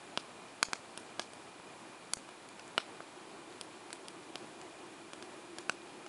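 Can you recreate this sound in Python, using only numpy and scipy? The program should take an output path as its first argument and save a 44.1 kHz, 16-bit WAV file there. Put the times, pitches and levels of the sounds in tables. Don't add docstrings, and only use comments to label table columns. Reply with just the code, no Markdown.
import sys
import numpy as np
from scipy import signal
from scipy.fft import rfft, irfft, next_fast_len
from scipy.io import wavfile
from scipy.ndimage import uniform_filter1d, map_coordinates

SR = 44100
rng = np.random.default_rng(int(sys.argv[2]) if len(sys.argv) > 2 else 0)


def voltage_ratio(decibels):
    exponent = np.asarray(decibels, float) / 20
    return 10 ** exponent


def to_wav(s):
    ch = np.atleast_2d(s).T
    pcm = np.round(np.clip(ch, -1, 1) * 32767)
    wavfile.write(sys.argv[1], SR, pcm.astype(np.int16))


N = 268524

# freq_hz, level_db (per Hz)
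ROAR_COLOUR = [(20, -36.5), (85, -24.5), (112, -16.5), (182, -12.5), (300, -10), (543, -12), (700, -10),
               (1000, -11), (1500, -16.5), (2250, -20.5), (4000, -28.5), (8000, -40)]
# freq_hz, level_db (per Hz)
HISS_COLOUR = [(500, -35), (1500, -15.5), (2800, 3), (4500, 0), (6000, -4.5), (7300, -1), (8500, -3),
               (10900, -3.5), (14000, -12)]
# centre_hz, width_hz
HOLLOW = (342, 87)
# time_s, level_db
DRAUGHT = [(0, -62), (.6, -65.5), (1.9, -60), (3.1, -59.5), (3.34, -52.5), (3.6, -59), (3.9, -55),
           (4.6, -54), (5.1, -54), (6.09, -54)]
# start_s, peak_db, pitch_hz
TICKS = [(0.0494, -54, 3680), (1.5994, -37, 1010), (2.0238, -54, 3390), (2.0946, -47, 3010),
         (2.6792, -34, 7630), (3.023, -41, 4630), (3.3258, -48, 3150), (3.5063, -42, 4540),
         (3.526, -40, 3430), (4.0562, -40, 3210), (4.2333, -41, 4500), (4.6994, -50, 4220),
         (5.8194, -40, 3640), (5.895, -43, 3360)]
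BURSTS = {"leaning": [(0.6288, -13.9, 1640, 5.5, -7), (0.7325, -21, 1490, 4, -27),
          (2.1354, -25.5, 3350, 16.5, -13), (2.4888, -45, 3500, 3, -31), (3.9049, -37.5, 1390, -1, -45),
          (3.9295, -27.5, 2980, -4, -21.5)], "front": [(0.1749, -16, 2650, -4, -19),
          (0.9756, -32, 2600, 1.5, -19), (3.6122, -27, 6300, -7.5, -27), (4.0839, -30.5, 6380, -14, -30),
          (4.3566, -25.5, 2950, -12, -24), (5.1339, -32.5, 2120, -3.5, -24)],
          "back": [(0.4848, -46, 3330, -4, -42), (2.2901, -40.3, 900, -9, -33),
          (2.7795, -12, 2170, -22, -10.5), (3.0052, -32.5, 1070, -9, -38), (4.615, -34.5, 6100, -13.2, -48),
          (6.0638, -40, 1700, -4.5, -32)], "side": [(1.1952, -27.5, 920, 9.5, -19),
          (1.3342, -49, 910, 9, -31), (5.2251, -42.5, 915, 9.5, -28), (5.5847, -38, 1300, 11.5, -22)],
          "top": [(2.5953, -47, 2500, -7, -27.5), (5.6959, -23.5, 1430, 5, -14.5)]}
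SECOND_JUMP_LAG_MS = {"leaning": .87, "front": .23, "back": 1.32, "side": .84, "top": .76}
LOGS = {"leaning": (3, 8500, 9000, 0), "front": (0.54, 7600, 11000, 1), "back": (0.96, 3600, 9000, 1),
        "side": (4.4, 9900, 4700, 3.3), "top": (4, 4500, 9000, -2.5)}
LOG_MODES = {"leaning": [(1515, -14.5, 0.012), (2460, -31, 0.015), (4500, -14, 0.0058),
             (7600, -15.5, 0.0027), (9270, -12, 0.0025), (10340, -16, 0.0034)], "front": [(586, -14, 0.019),
             (1300, -8.5, 0.0043), (2790, -25, 0.025), (3350, -7.5, 0.005), (4850, -13, 0.0072),
             (9670, -9, 0.0035)], "back": [(670, -17.5, 0.034), (1390, -13.5, .012), (2950, -12.5, 0.015),
             (4400, -23, .008), (7300, -15, .005)], "side": [(725, -5.5, 0.0097), (1640, -13.5, 0.026),
             (3360, -11.5, 0.0092), (4680, -18, 0.0091)], "top": [(705, -16.5, 0.028), (1490, -5, 0.017),
             (2646, -5, 0.0083), (4500, -11.5, 0.01)]}
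# freq_hz, t60_s
TREE_DECAY = [(400, 0.059), (2000, 0.22), (6000, 0.14), (11000, 0.14)]
# freq_hz, level_db
LEAF_COLOUR = [(300, -14), (1000, -15), (3000, 1.5), (7000, 10.5), (11000, 6)]
# freq_hz, width_hz, share (0 to 1)
GROUND_DIPS = [(1950, 150, 0.33), (3670, 220, 0.62)]
# down_s, up_s, depth_db, click_db
GAIN_STEPS = [
    (.6295, .6857, -3, -34),
    (2.1362, 2.1705, -6, -33),
]
# freq_hz, level_db
BAND_LIMIT = [(11000, 0), (11090, -29), (12900, -59), (12990, -17), (13150, -19), (13500, -36),
              (13900, -50), (14500, -90)]

ROAR_DB, HISS_DB, CRICKET_DB = -53.5, -60.5, -66.5
SPLINTER_T60_S, SPLINTER_DRIVE_DB = 0.005, -8.5
ECHO_DB_PER_OCTAVE = -0.5


def unit(x):
    return x / np.sqrt(np.mean(x ** 2) + 1e-20)


def along(points, hz):
    f, v = np.transpose(points)
    return np.interp(np.log(hz + 1), np.log(f + 1), v)


def wobble(rate_hz):
    knots = rng.standard_normal(int(N * rate_hz / SR) + 4)
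    return map_coordinates(knots, [np.arange(N) * rate_hz / SR])


def filtered(x, response):
    n = x.shape[-1]
    m = next_fast_len(n + 4096)
    return irfft(rfft(x, m) * response(np.fft.rfftfreq(m, 1 / SR)), m)[..., :n]


def resonance(hz, width_hz):
    return lambda f: 1j * f * width_hz / (hz * hz - f * f + 1j * f * width_hz)


def rush(response, patchy_db):
    z = signal.stft(rng.standard_normal(N), nperseg=512)[2]
    patches = uniform_filter1d(rng.standard_normal(z.shape), size=6, axis=0)
    patches = uniform_filter1d(patches, size=10, axis=1)
    noise = signal.istft(z * voltage_ratio(patchy_db * unit(patches)), nperseg=512)[1][:N]
    return unit(filtered(noise, response))


def flames():
    flicker = wobble(11)

    roar_db = ROAR_DB + 0.51 * flicker + 0.35 * wobble(40)
    roar = voltage_ratio(roar_db) * rush(lambda f: voltage_ratio(along(ROAR_COLOUR, f)), patchy_db=0.62)

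    draught_s, draught_db = np.transpose(DRAUGHT)
    hollow_db = np.interp(np.arange(N) / SR, draught_s, draught_db) - 2 + flicker + 1.2 * wobble(25)
    hollow = voltage_ratio(hollow_db) * rush(lambda f: resonance(*HOLLOW)(f) ** 2, patchy_db=1.0)

    hiss_db = HISS_DB + 0.32 * flicker
    hiss = voltage_ratio(hiss_db) * rush(lambda f: voltage_ratio(along(HISS_COLOUR, f)), patchy_db=0.5)
    return roar + hollow + hiss


def cricket():
    level_db = CRICKET_DB + 0.7 * wobble(1.5)
    stroke_phase = 2 * np.pi * np.cumsum(33.0 * (1 + 0.012 * wobble(3.43))) / SR
    swell = 0.8 + np.clip(np.sin(stroke_phase), 0, 1)
    pitch_hz = 2420 + 40 * np.cos(stroke_phase) + 30 * wobble(60)
    tone = np.sin(2 * np.pi * np.cumsum(pitch_hz) / SR)
    blur = rush(lambda f: resonance(2430, 190)(f) ** 2, patchy_db=0.0)
    return voltage_ratio(level_db) * unit(swell * (tone + 0.65 * blur))


def ticks(count=120):
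    draw = rng.random((count, 3))
    faint_s = draw[:, 0] * N / SR
    faint_db = -56 - 3.5 * np.log(draw[:, 1] + .03)
    faint_hz = 3500 * voltage_ratio(16 * (draw[:, 2] - .5))
    out, t = np.zeros(N + SR), np.arange(300) / SR
    for start_s, peak_db, hz in np.r_[TICKS, np.c_[faint_s, faint_db, faint_hz]]:
        snap = voltage_ratio(peak_db - 60 * t * hz / 9) * np.sin(2 * np.pi * hz * t)
        out[round(start_s * SR):][:len(t)] -= snap
    return out[:N]


def jump(t, hz):
    u = 2 * np.pi * hz * t
    u = np.where(u > 0, u / 1.306, u)
    return u * np.exp(.5 - u * u / 2)


def reach(f, hz):
    return f / hz * np.exp(.5 - (f / hz) ** 2 / 2)


def trees():
    hz, frame_s, z = signal.stft(rng.standard_normal(SR // 5), SR, nperseg=256)
    decay_db = -60 * frame_s / along(TREE_DECAY, hz)[:, None]
    tail = signal.istft(z * voltage_ratio(along(LEAF_COLOUR, hz)[:, None] + decay_db), SR, nperseg=256)[1]
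    t = np.arange(len(tail)) / SR
    leaves = np.clip((t - .011) / 0.011, 0, 1) * tail
    trunk = (t > .0238) * voltage_ratio(-60 * np.abs(t - .0238) / 0.0049) * rng.standard_normal(len(t))
    ground = voltage_ratio(-60 * t / 0.03) * rng.standard_normal(len(t))
    layers = ((leaves, -15), (trunk, -22), (ground, -9.5))
    return sum(voltage_ratio(db) * x / np.linalg.norm(x) for x, db in layers)


def pops():
    out, lead = np.zeros(N + SR), 64
    t = (np.arange(1400) - lead) / SR
    after = np.maximum(t, 0)
    for name, bursts in BURSTS.items():
        ratio, spray_hz, width_hz, log_echo_db = LOGS[name]
        second_t = t - SECOND_JUMP_LAG_MS[name] / 1000
        spray = lambda f: resonance(spray_hz, width_hz)(f) ** 2
        for start_s, peak_db, hz, second_db, spray_db in bursts:
            jumps = voltage_ratio(peak_db) * (jump(t, hz) + voltage_ratio(second_db) * jump(second_t, ratio * hz))

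            ring = np.zeros(len(t))
            for mode_hz, mode_db, t60_s in LOG_MODES[name]:
                drive = voltage_ratio(peak_db) * (reach(mode_hz, hz) + voltage_ratio(second_db) * reach(mode_hz, ratio * hz))
                drive += voltage_ratio(spray_db + SPLINTER_DRIVE_DB) * abs(spray(mode_hz))
                ring += drive * voltage_ratio(mode_db - 60 * after / t60_s) * np.sin(2 * np.pi * mode_hz * after)

            grit = unit(filtered(rng.standard_normal(len(t)), spray))
            swell = np.clip(t / 0.00029, 0, 1) * voltage_ratio(-60 * after / SPLINTER_T60_S)
            splinters = voltage_ratio(spray_db - 14.5) * swell * grit
            bounce = np.pad(splinters, (47, 0))[:len(t)]

            start = round(start_s * SR) - lead
            out[start:][:len(t)] += jumps + splinters - .85 * bounce + ring
            echo_db = log_echo_db + ECHO_DB_PER_OCTAVE * np.log2(hz / 2000)
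            to_trees = jumps + 1.9 * splinters + 0.27 * ring
            echo = voltage_ratio(echo_db) * signal.fftconvolve(to_trees, trees())
            out[start:][:len(echo)] += echo
    for hz, width_hz, share in GROUND_DIPS:
        out = filtered(out, lambda f: 1 - share * resonance(hz, width_hz)(f))
    return signal.sosfilt(signal.butter(2, 170, "high", fs=SR, output="sos"), out[:N])


def scene():
    return (pops() + ticks() + flames() + cricket())[None]


def low_pass(x):
    return signal.sosfilt(signal.butter(12, 13700, fs=SR, output="sos"), x)


def record(dry):
    t = np.arange(N) / SR
    gain_db, clicks = np.zeros(N), np.zeros(N)
    for down_s, up_s, depth_db, click_db in GAIN_STEPS:
        gain_db += depth_db * ((t > down_s + .002) & (t < up_s))
        for click_s, sign in ((down_s, 1), (up_s, -1)):
            u = np.clip((t - click_s) / 0.00014, 0, 50)
            clicks += sign * voltage_ratio(click_db) * u * np.exp(1 - u)
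    mix = filtered(dry * voltage_ratio(gain_db) + clicks, lambda f: voltage_ratio(along(BAND_LIMIT, f)))
    return low_pass(mix)


dry = scene()
out = record(dry)
to_wav(out)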